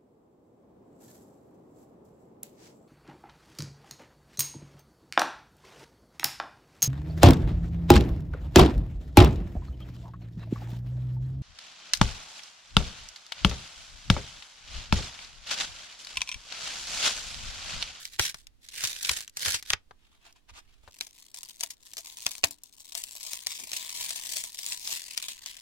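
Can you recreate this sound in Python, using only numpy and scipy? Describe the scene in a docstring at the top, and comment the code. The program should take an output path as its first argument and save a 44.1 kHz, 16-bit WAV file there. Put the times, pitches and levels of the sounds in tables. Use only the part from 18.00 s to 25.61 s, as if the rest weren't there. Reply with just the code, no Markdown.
"""Tearing and squeezing cured foam

Two hands tear a lump off a block of expanding foam, lay it on cloth, then squeeze the block, near a spaced pair.
Thin cell walls snap in avalanches of short noise pulses (the crunch); struts give way in single cracks.
Every snap is a damped noise burst; filters colour it as lump or block. Rubbing, knocks and creaks join in.
The room is small and quiet: faint air, a low rumble of the arms and a short, dull tail."""
import sys
import numpy as np
from scipy import signal
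from scipy.fft import rfft, irfft
from scipy.io import wavfile
from scipy.ndimage import uniform_filter1d

SR = 44100
rng = np.random.default_rng(int(sys.argv[2]) if len(sys.argv) > 2 else 0)


def dump_mix(stems):
    """Bounce the given channels to the path in sys.argv[1] as a 16-bit WAV at rate SR."""
    frames = np.atleast_2d(stems).T  # one column per channel
    limited = np.clip(frames, -1, 1)  # hard clip at full scale
    pcm = np.round(limited * 32767).astype(np.int16)
    wavfile.write(sys.argv[1], SR, pcm)


N = 335601
TIME = np.arange(N) / SR  # [s]

# Levels in the tables are relative; balance trims follow in the functions. Pan is left minus right.
# struts giving way: (time [s], level [dB], body [dB], treble edge [dB], relative decay [s])
CRACKS = [(0.053, -33, -6.5, -8, 0.0052), (0.1946, -17, 12.5, -9.5, 0.014),
          (0.3437, -36.5, 10.5, -9, 0.011), (0.469, -44.5, -3, -8.5, 0.0072),
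          (0.6866, -40.5, -11, -11, 0.017), (0.8374, -21, 2.5, -8.5, 0.043), (0.8505, -27.5, -6, -13, .007),
          (0.8722, -28.5, -17, -7, 0.012), (1.029, -30, 0, 21, 0.0079), (1.0479, -25, -14, -22, 0.011),
          (1.0931, -18, 3, -14, 0.0099), (1.114, -26, 9.5, 0, .012), (1.171, -31, 8, 3, 0.013),
          (1.2062, -36, 5.5, -1, 0.0062), (1.2779, -40, -1, -5, 0.0066), (1.2957, -49.5, -9, -1, 0.0078),
          (1.37, -29, 6.5, 1, 0.012), (1.4593, -23, 7, -8, .019), (1.4816, -25, 7, -12, 0.007),
          (1.543, -21, 3.5, -11, 0.043), (1.6255, -39, 2, -8, 0.014), (1.703, -19.5, 6, -14, 0.0071),
          (1.7333, -18.5, 5.5, -20, .008), (2.326, -56, -8, -2, 0.0067), (3.0093, -27, 3.5, -13, 0.0051),
          (3.0682, -44, 7, -3, 0.009), (3.3437, -38, 6.5, -1.5, 0.0067), (3.4315, -36.5, 9, 4.5, 0.013),
          (3.4873, -43.5, 6, 4, 0.015), (3.608, -28, 1.5, -3, 0.011), (3.634, -24.5, 7, 0.5, .011),
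          (3.7038, -34.5, 1, 0, 0.027), (3.9346, -40, 3, -4, 0.0083), (3.9688, -35, 4.5, -7, 0.01),
          (3.98, -32, 7.5, -2, 0.037), (4.1709, -40, 1, -4, 0.0062), (4.2651, -19.5, 8, -9, 0.0042),
          (4.315, -34, 5, 3, 0.0084), (4.3526, -38, 4, -2, 0.0074), (4.3807, -40, 7, -1, 0.0057),
          (4.439, -15.5, 7, -23, 0.006), (4.4433, -19.5, 9, -3, 0.0046), (4.5089, -36.5, 18, 14, 0.0058),
          (4.6352, -41.5, 5, 16, 0.0052), (4.921, -39, 1, -4, 0.0073), (4.951, -28.5, 5, -3, .008),
          (5.0378, -31, 4.5, 4, 0.0058), (5.152, -40, 12, 7, 0.0078), (5.23, -36, -12, 4, .014),
          (5.333, -29.5, 8, 3, 0.006), (5.4689, -23.5, 5.5, -1, 0.0042), (5.5976, -37, 13.5, 3.5, 0.03),
          (5.7165, -33, 5, -7, 0.006), (5.7319, -28.5, 4.5, -5.5, 0.016), (5.7644, -28.5, -19, -7, .026),
          (5.893, -33, -2, -5.5, 0.011), (6.0924, -33, 2, 10, 0.0074), (6.1062, -29.5, 0, -5, .011),
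          (6.158, -30.5, 1, 0, 0.036), (6.3216, -34, -3, 4, .005), (6.369, -28.5, 3, -3, 0.009),
          (6.4387, -32, 9, 1, 0.0032), (6.589, -32, 2, 0.5, 0.0081), (6.6631, -29, -1, 1, 0.0046),
          (6.7219, -28.5, -7, -12, 0.0081), (6.8744, -29, -2, -2.5, 0.0064), (6.912, -32.5, -15, -8, 0.018),
          (7.018, -40, 2, -4, .01), (7.176, -24, -2, -7, 0.0061), (7.225, -33, 1, -2, 0.01),
          (7.284, -32, 2, -4, .012), (7.4605, -33.5, -3, -10, 0.0069), (7.5676, -42, 2, -9, 0.013)]
# soft knocks of hand and foam: (time [s], level [dB], treble tilt [dB], pan [dB], t60 [s])
KNOCKS = [(0.203, -36.5, -17, -3, 0.031), (.3445, -48, -19, -18, 0.032), (0.846, -54, -15, -2, 0.061),
          (1.106, -38, -20, -11.5, 0.13), (1.47, -35.5, -20, -12, 0.076), (1.737, -35, -13, -5, 0.028),
          (1.9093, -47.5, -9.5, 0.5, 0.03), (2.492, -62.5, -12, -5, 0.088), (2.511, -49.5, -41, -11, 0.055),
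          (2.835, -55.5, -30, -2, .05), (2.877, -47.5, -11, 3, 0.044), (4.443, -46, -21, 0, .06)]
# pulls that rip the neck of the lump: (time of peak [s], build-up [s], let-go [s], level [dB])
PULLS = [(0.03, 0.17, 0.085, -43), (0.145, .04, 0.033, -48), (0.235, 0.053, 0.087, -28),
         (0.36, .025, .09, -54.5), (0.665, 0.055, .04, -53.5), (0.84, 0.13, 0.19, -34),
         (1.11, 0.15, .14, -32.5), (1.48, 0.11, 0.12, -29), (1.715, 0.068, 0.034, -40)]
# strokes of skin and cloth on the lump: (time of peak [s], build-up [s], let-go [s], level [dB])
STROKES = [(2.05, 0.092, .1, -66), (2.15, 0.076, 0.065, -63.5), (2.27, 0.067, .06, -54),
           (2.365, 0.015, 0.045, -59.5), (2.495, 0.015, 0.024, -51), (2.58, 0.057, 0.039, -48),
           (2.72, .15, 0.13, -64), (2.86, 0.068, .06, -62.5)]
# short squeezes of the block: (time of peak [s], build-up [s], let-go [s], level [dB])
SQUEEZES = [(3.05, 0.17, .06, -49.5), (3.22, 0.23, 0.18, -56.5), (3.37, 0.028, 0.075, -45.5),
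            (3.5, 0.087, 0.11, -49.5), (3.615, 0.038, 0.12, -43), (3.88, 0.11, 0.14, -54),
            (4.08, 0.14, 0.19, -48), (4.3, 0.24, 0.12, -42), (4.45, 0.03, 0.13, -45.5),
            (4.975, 0.034, 0.081, -36.5)]
# crunch of one long, kneading squeeze: (time [s], level [dB])
KNEAD = [(4.6, -75.5), (4.8, -54), (5.1, -48.5), (5.33, -38.5), (5.43, -49), (5.5, -38.5), (5.69, -45),
         (5.76, -36.5), (5.89, -41.5), (6.02, -35), (6.2, -41.5), (6.38, -34), (6.52, -47.5), (6.72, -36),
         (6.79, -45.5), (6.93, -32.5), (7.05, -46.5), (7.31, -40.5), (7.385, -55), (7.47, -43),
         (7.61, -55.5)]
# finger depth in the block: (time [s], depth [0-1], pan [dB])
GRIP = [(2.9, 0.6, 1.5), (3.3, 0.46, 3.5), (3.6, 0.44, 4), (4.2, 0.45, 2.5), (4.65, 0.1, 6), (5.0, 0.2, 5),
        (5.35, 0.38, 4), (5.75, 0.58, 3.5), (6.1, 0.7, 3.5), (6.5, 0.3, 4), (6.9, 0.37, 3), (7.2, 1, 3),
        (7.6, 1, 3.5)]
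# creaks of the block shifting in the hands: (time of peak [s], build-up [s], let-go [s], level [dB])
CREAKS = [(4.5, .06, 0.046, -60), (5.63, 0.069, .05, -59.5)]
# low rumble of the arms moving over the table: (time [s], level [dB])
RUMBLE = [(0, -66), (.25, -60.5), (.6, -63.5), (1.1, -65.5), (1.75, -60.5), (2.0, -64), (2.45, -66),
          (2.52, -50), (2.6, -60), (2.88, -66), (3.0, -76.5), (7.6, -72)]
# resonances of the big block: (frequency [Hz], relative level [dB], t60 [s])
BLOCK_MODES = [(291.3, -46, 0.31), (437, -73, 0.39), (687, -40.5, 0.037)]

# spectrum of a snapping strut: (frequency [Hz], gain [dB])
CRACK_COLOUR = [(30, -28.5), (100, -18.5), (200, -23.5), (420, -16), (540, -19.5), (680, -9), (900, -8),
                (1400, -10), (2200, 0), (3800, 4.5), (6000, 8.5), (9000, 4), (13000, 0), (16000, -12)]
# spectrum of the ripping neck: (frequency [Hz], gain [dB])
TEAR_COLOUR = [(30, -24), (120, -18.5), (250, -14), (550, -12), (750, -14.5), (1300, -10), (1600, 1),
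               (2100, -0.5), (2800, -0.5), (3700, 3.5), (6000, 0.5), (8500, -2), (12500, -8),
               (15500, -14.5)]
# spectrum of the lump sliding under pressure: (frequency [Hz], gain [dB])
RUB_COLOUR = [(180, -44), (300, -12.5), (568, -17), (658, -4.5), (2000, -8.5), (2560, -5), (5440, -10.5),
              (6620, -11.5), (15000, -33.5)]
# spectrum of the crushed block: (frequency [Hz], gain [dB])
SQUEEZE_COLOUR = [(60, -16), (250, -17.5), (450, -20), (560, -23.5), (660, -16), (790, -16), (980, -4.5),
                  (1350, -18), (2000, -2.5), (3500, 1.5), (5500, 0.5), (8000, 1), (10500, -4), (15500, -8)]
# spectrum of the soft knocks: (frequency [Hz], gain [dB])
KNOCK_COLOUR = [(25, -6), (80, -2), (180, -14.5), (300, -18), (440, -2.5), (850, 0.5), (1500, -2.5),
                (2400, -15.5), (4000, -14.5), (8000, -32), (15000, -43)]
# spectrum of the low creaks: (frequency [Hz], gain [dB])
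CREAK_COLOUR = [(60, -18), (170, -8.5), (280, 0), (400, -6), (600, -18), (2000, -48)]
# spectrum of the still room air: (frequency [Hz], gain [dB])
ROOM_COLOUR = [(20, 4), (70, -6.5), (160, -11.5), (270, -8.5), (500, -18), (1400, -24), (3500, -23),
               (10000, -32), (16000, -38.5)]
# further spectra: (frequency [Hz], gain [dB])
RUMBLE_COLOUR = [(15, 1.5), (40, -0.5), (85, -10), (160, -27), (400, -49.5), (2000, -69.5)]
TAIL_COLOUR = [(200, 9.5), (2000, 2.5), (5000, -2), (12000, -19)]
PROXIMITY_COLOUR = [(30, -1), (90, 4.5), (170, 5.5), (300, -7.5), (700, -29.5), (3000, -66.5)]
THIN_RUB_COLOUR = [(1000, -6), (2000, -2), (3600, -1), (6000, -6.5), (12000, 2.5)]
SKIN_COLOUR = [(300, -5.5), (650, 5.5), (1000, 1), (2000, -9.5), (4000, -1), (6500, -1), (8200, 1),
               (10000, -3), (14000, 0)]
CORE_COLOUR = [(600, 0.5), (2000, 0.5), (4000, -0.5), (14000, -4)]
AFTER_RING_COLOUR = [(300, 0.5), (1500, 4), (4000, -10), (12000, -10.5)]
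# the small lump rings near 1.5 kHz, where the big block is hollow
LUMP_COLOUR = [(250, 5), (750, -5), (1500, 4), (2500, -0.5)]
BLOCK_COLOUR = [(250, 0), (750, -0.5), (1500, -3), (2500, 0.5)]

TOP_HZ = 15900
LUMP_FREE_S, BLOCK_GRIPPED_S = 1.8, 2.88
LUMP_PAN_DB, CRACK_SCATTER_DB = 0.5, 1.5  # scatter: spread of the struts around the hand
SWELL_DROP_DB = 19.5  # drop one build-up before and one let-go after a gesture's peak
PULL_SQUARENESS, STROKE_SQUARENESS, SQUEEZE_SQUARENESS = 2.66, 1.72, 1.54  # 1 pointed; higher holds, then stops
STICK_S, STICK_DB = 0.018, -5.5  # crunch falls back while a strut takes the load
FAINT_COPY_S, FAINT_COPY_DB, LOUD_CRACK_DB = 0.0054, -19, -31.5  # lead, relative level, least table level
AFTERSHOCK_DB, AFTERSHOCK_PER_DB, AFTERSHOCK_T60_S = -33.5, 0.52, 0.22  # at a 0 dB crack; share of its dB
TEAR_POPS_DB, LIGHT_POPS_DB, HARD_POPS_DB = -4.5, -4, -8.5  # larger cells against the fine crunch
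SLIPS_PER_S = 430


def undb(db):
    """Decibels to gain."""
    return 10 ** (np.asarray(db) / 20)


def decibels(gain):
    """Gain to decibels."""
    return 20 * np.log10(gain)


def curve(rows):
    """Control joined by straight lines."""
    return np.interp(TIME, *np.transpose(rows))


def rms(x):
    """Root mean square, kept above zero."""
    return np.sqrt(np.mean(x ** 2)) + 1e-12


def pan(db):
    """Left and right gains of constant power; db is left minus right."""
    gains = undb(np.array([[1], [-1]]) * db / 2)
    return gains / np.sqrt(np.mean(gains ** 2, axis=0))


def add(out, start_s, x):
    """Mix a short sound in at start_s."""
    i = max(int(start_s * SR), 0)
    out[:, i:i + x.shape[1]] += x[:, :max(N - i, 0)]


def convolve(x, response):
    """Filter along time, keeping the length."""
    return signal.fftconvolve(np.atleast_2d(x), np.atleast_2d(response), axes=1)[:, :x.shape[-1]]


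def colour(x, *spectra, size=4096):
    """Minimum-phase filter whose gain is the sum of the (Hz, dB) spectra."""
    log_hz = np.log(np.maximum(np.arange(size // 2 + 1), 1) * SR / size)
    gain_db = 0
    for spectrum in spectra:
        hz, db = np.transpose(spectrum)
        gain_db = gain_db + np.interp(log_hz, np.log(hz), db)
    # fold the cepstrum to its causal half
    cepstrum = irfft(np.log(undb(gain_db)))
    cepstrum[1:size // 2] *= 2
    cepstrum[size // 2 + 1:] = 0
    return convolve(x, irfft(np.exp(rfft(cepstrum))))


def walk(rate_hz):
    """Smooth chance of about unit spread, with rate_hz random knots a second."""
    knots = rng.standard_normal(N // 8)
    return np.interp(TIME * rate_hz, np.arange(len(knots)), knots) * np.sqrt(3 / 2)


def fade(t_s, t60_s):
    """Decay by 60 dB in t60_s."""
    return np.exp(-np.log(1000) * t_s / t60_s)


def swells(rows, squareness):
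    """Gain of hand gestures: each builds up to its hardest moment and lets go."""
    power = np.full(N, 1e-12)
    for peak_s, build_s, let_go_s, db in rows:
        span = slice(*np.searchsorted(TIME, [peak_s - 2 * build_s, peak_s + 2 * let_go_s]))
        away = np.maximum((peak_s - TIME[span]) / build_s, (TIME[span] - peak_s) / let_go_s)
        power[span] += undb(db - SWELL_DROP_DB * away ** squareness) ** 2
    return np.sqrt(power)


def ring(t60_s, shared, spread_s, split_s=0, size=1024):
    """Noise pulse from one spot of foam at both microphones: a shared part, scatter and a random lag."""
    since_split_s = np.maximum(np.arange(size) / SR - split_s, 0)
    common, left, right = rng.standard_normal((3, size)) * fade(since_split_s, t60_s)
    shared = np.clip(shared, 0, 1)
    pair = np.sqrt(shared) * common + np.sqrt(1 - shared) * np.array([left, right])
    lag = int(SR * spread_s * rng.normal(-0.4, 1))  # samples; positive delays the right
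    delayed = [np.pad(side, (max(d, 0), 0))[:size] for side, d in zip(pair, (-lag, lag))]
    return np.array(delayed) / rms(pair)


def spot_sound(sizes, t60_s):
    """The snaps of one spot at both microphones."""
    return signal.fftconvolve(sizes[None], ring(t60_s, shared=0.51, spread_s=0.0004), axes=1)


def cells(rate_hz, size_db, cluster_db, cluster_hz, t60_s, count=3, size=1500):
    """Cell walls snap in avalanches, levelled; the break creeps on, so its colour keeps shifting."""
    snaps = rng.random(N) < rate_hz / SR
    scatter_db = size_db * np.clip(rng.standard_normal(N), -2, 2)
    avalanche_db = cluster_db * np.clip(walk(cluster_hz), -2, 2)
    sizes = snaps * undb(scatter_db + avalanche_db)
    smooth_power = uniform_filter1d(uniform_filter1d(sizes ** 2, int(0.054 * SR)), int(0.036 * SR))
    sizes /= np.sqrt(np.maximum(smooth_power, 1e-6))
    sizes *= rng.choice([-1, 1], N)
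    # count spots break at once; every size samples a fresh one takes over from the oldest
    spot = np.arange(N) // size - rng.integers(0, count, N)
    out = np.zeros((2, N))
    for k in range(1 - count, N // size):
        span = slice(max(k, 0) * size, (k + count) * size)
        add(out, span.start / SR, spot_sound(sizes[span] * (spot[span] == k), t60_s))
    return out


def ticks(start_s, end_s, rate_hz, size_db, t60_s):
    """Larger cells pop singly, each with its own pitch and brightness; unit level from start to end."""
    out, at_s = np.zeros((2, N)), start_s
    for wait, size, pitch, bright in rng.random((800, 4)):
        at_s -= np.log(1 - wait) / rate_hz
        if at_s > end_s:
            break
        hz = 2000 * 4 ** pitch
        peak = [(hz / 2, 0), (hz, 6), (hz * 2, 0)]
        brightness = [(3000, 0), (12000, 8 * bright - 2)]
        x = ring(t60_s, shared=0.69, spread_s=0.00031, split_s=0.00085, size=512)
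        x = colour(x, peak, brightness, size=256)
        add(out, at_s, x / rms(x) * undb(size_db * size))
    return out / rms(out[:, int(start_s * SR):int(end_s * SR)])


def stalling(effort):
    """Gain of a crunch that stalls before each crack, unless the hands press hard enough to keep it going."""
    stuck = np.zeros(N)
    for crack_s, *_ in CRACKS:
        stuck[int(max(crack_s - STICK_S, 0) * SR):int(crack_s * SR)] = 1
    lightness = np.interp(decibels(effort), [-48, -35], [1, 0])
    return effort * undb(STICK_DB * lightness * uniform_filter1d(stuck, size=256))


def aftershocks():
    """Gain of the cells that collapse after a strut of the block has given way."""
    power = np.zeros((1, N))
    decay = fade(TIME[None, :SR // 2], AFTERSHOCK_T60_S)
    for crack_s, db, *_ in CRACKS:
        if crack_s > BLOCK_GRIPPED_S:
            add(power, crack_s, (undb(AFTERSHOCK_DB + AFTERSHOCK_PER_DB * db) * decay) ** 2)
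    return np.sqrt(power[0])


def background():
    """Still room air, and the rumble of arms near the right microphone: filtered noise."""
    air = colour(rng.standard_normal((2, N)) + 0.08 * rng.standard_normal(N), ROOM_COLOUR)
    rumble = colour(rng.standard_normal((2, N)) + rng.standard_normal(N), RUMBLE_COLOUR)
    rumble_gain = undb(curve(RUMBLE) + 2.5 * walk(4.7)) * pan(-11)
    return air / rms(air) * undb(-68.5) + rumble / rms(rumble) * rumble_gain


def room(x, t60_s, wet_db):
    """Short, dull reflections of a small furnished room: a decaying noise tail."""
    t_s = TIME[:SR // 2]
    tail = rng.standard_normal((2, len(t_s))) * fade(t_s, t60_s) * (t_s > 0.004)
    tail /= np.sqrt(np.sum(tail ** 2) / 2)
    return undb(wet_db) * colour(convolve(x, tail), TAIL_COLOUR)


def proximity(x):
    """The lump is torn right beside the right microphone, which swells its bass."""
    return colour(x * (TIME < LUMP_FREE_S), PROXIMITY_COLOUR) * pan(-29.5)


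def block(x):
    """Once the block is gripped, every snap rings its damped low modes."""
    t_s = TIME[:SR // 2]
    response = np.zeros(len(t_s))
    for hz, db, t60_s in BLOCK_MODES:
        gain = undb(db) / np.sqrt(t60_s * SR / 1000)
        response += gain * np.sin(2 * np.pi * hz * t_s) * fade(t_s, t60_s)
    return convolve(x * (TIME > BLOCK_GRIPPED_S), response)


def knocks(size=8192):
    """Soft, hollow bumps: decaying noise bursts."""
    out = np.zeros((2, N))
    for at_s, db, tilt_db, pan_db, t60_s in KNOCKS:
        burst = ring(t60_s, shared=0.49, spread_s=0.00026, size=size)
        x = colour(burst, KNOCK_COLOUR, [(80, 0.0023), (700, tilt_db)])
        energy = np.sum(x ** 2) / 2 / (SR / 100)  # mean of the sides, per 10 ms
        add(out, at_s, x / np.sqrt(energy) * pan(pan_db) * undb(db))
    return out


def creaking():
    """The strained block sticks and slips against the palm: random slips make a short low groan."""
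    slips = (rng.random(N) < SLIPS_PER_S / SR) * (1 + rng.standard_normal((2, N)) / 2)
    groan = colour(slips - slips.mean(), CREAK_COLOUR)
    return groan / rms(groan) * swells(CREAKS, SQUEEZE_SQUARENESS) * pan(7)


def rubbing():
    """The lump slides on palm and cloth: a thin whisper at light touch, fuller under pressure."""
    effort = swells(STROKES, STROKE_SQUARENESS)
    grains = cells(5000, size_db=3.5, cluster_db=5, cluster_hz=400, t60_s=0.051)
    full = colour(grains, RUB_COLOUR)
    thin = colour(full, THIN_RUB_COLOUR)
    pressure = np.clip((decibels(effort) + 64) / 12, 0, 1)
    slide = pressure * full + (1 - pressure) * thin
    return slide / rms(slide) * effort * pan(-0.27) * undb(-2)


def tearing():
    """The neck of the lump rips: the harder the pull, the more cells snap."""
    effort = swells(PULLS, PULL_SQUARENESS)
    rate_hz = 2800 * undb(0.35 * (decibels(effort) + 36.5))
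    fine = cells(rate_hz, size_db=4, cluster_db=3, cluster_hz=300, t60_s=0.015)
    pops = ticks(0, LUMP_FREE_S, rate_hz=90, size_db=12, t60_s=0.008)
    crunch = (fine / rms(fine) + undb(TEAR_POPS_DB) * pops) * stalling(effort)
    coloured = colour(crunch, TEAR_COLOUR)
    return coloured * rms(crunch) / rms(coloured) * pan(-1.5) * undb(-2)


def squeezing():
    """Fingers work the block, shallower and deeper by turns: separate ticks when light, dense crunch when hard."""
    grip = np.array(GRIP)
    depth = np.clip(curve(grip[:, [0, 1]]), 0, 1)
    pan_db = curve(grip[:, [0, 2]])
    kneading = undb(curve(KNEAD)) * (TIME > KNEAD[0][0])
    hands = np.hypot(swells(SQUEEZES, SQUEEZE_SQUARENESS), kneading)
    effort = np.hypot(stalling(hands), aftershocks())
    effort_db = decibels(effort)
    rate_hz = 2600 * undb(0.7 * (np.maximum(effort_db, -70) + 38))
    # light grip: avalanches and larger cells stand apart; pressed harder, they run together
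    gaps_db = np.interp(effort_db, [-52, -38], [6.5, 3.6])
    pops_db = np.interp(effort_db, [-52, -38], [LIGHT_POPS_DB, HARD_POPS_DB])
    fine = cells(rate_hz, size_db=1.5, cluster_db=gaps_db, cluster_hz=220, t60_s=0.0085)
    pops = ticks(BLOCK_GRIPPED_S, TIME[-1], rate_hz=48, size_db=9, t60_s=0.006)
    crunch = colour(fine / rms(fine) + undb(pops_db) * pops, SQUEEZE_COLOUR)
    # depth blends the skin colour into the core colour
    skin = colour(crunch, SKIN_COLOUR)
    core = colour(crunch, CORE_COLOUR)
    crush = depth * core + (1 - depth) * skin
    return crush / rms(crush) * effort * pan(pan_db) * undb(1.16)


def cracks(size=4096):
    """A strut splits, thick ones for longer, with a faint copy just ahead if loud; the piece rings on, duller."""
    out = np.zeros((2, N))
    grip_s, _, grip_pan_db = np.transpose(GRIP)
    for at_s, db, body_db, edge_db, decay_s in CRACKS:
        in_lump = at_s < BLOCK_GRIPPED_S
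        hand_pan_db = LUMP_PAN_DB if in_lump else np.interp(at_s, grip_s, grip_pan_db)
        pan_db = hand_pan_db + CRACK_SCATTER_DB * rng.standard_normal()
        split_s = np.interp(db, [-35, -20], [0.0003, 0.001])
        snap = ring(decay_s * 2.14, shared=0.72, spread_s=0.00024, split_s=split_s, size=size)
        after = colour(ring(0.044, shared=0.57, spread_s=0.0003, size=size), AFTER_RING_COLOUR)
        x = snap / rms(snap) + undb(-11 + 0.26 * body_db) * after / rms(after)
        piece = LUMP_COLOUR if in_lump else BLOCK_COLOUR
        balance = [(90, 1.32 * body_db), (700, body_db), (3300, 0), (10500, edge_db)]
        x = colour(x, CRACK_COLOUR, piece, balance)
        energy = np.sum(x ** 2, axis=1, keepdims=True) / (SR / 100)  # each side, per 10 ms
        crack = x / np.sqrt(energy) * pan(pan_db) * undb(db - 2)
        add(out, at_s, crack)
        if db > LOUD_CRACK_DB:
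            add(out, at_s - FAINT_COPY_S, crack * undb(FAINT_COPY_DB))
    return out


def scene():
    """All the foam sounds in their room."""
    foam = tearing() + squeezing() + cracks()
    near = foam + block(foam) + proximity(foam) + rubbing() + creaking() + knocks()
    return near + room(near, t60_s=0.13, wet_db=-20.5) + background()


def record(dry):
    """Steep elliptic low-pass cuts the top."""
    return signal.sosfilt(signal.ellip(8, 0.2, 70, TOP_HZ, fs=SR, output="sos"), dry)


dry = scene()
out = record(dry)
dump_mix(out)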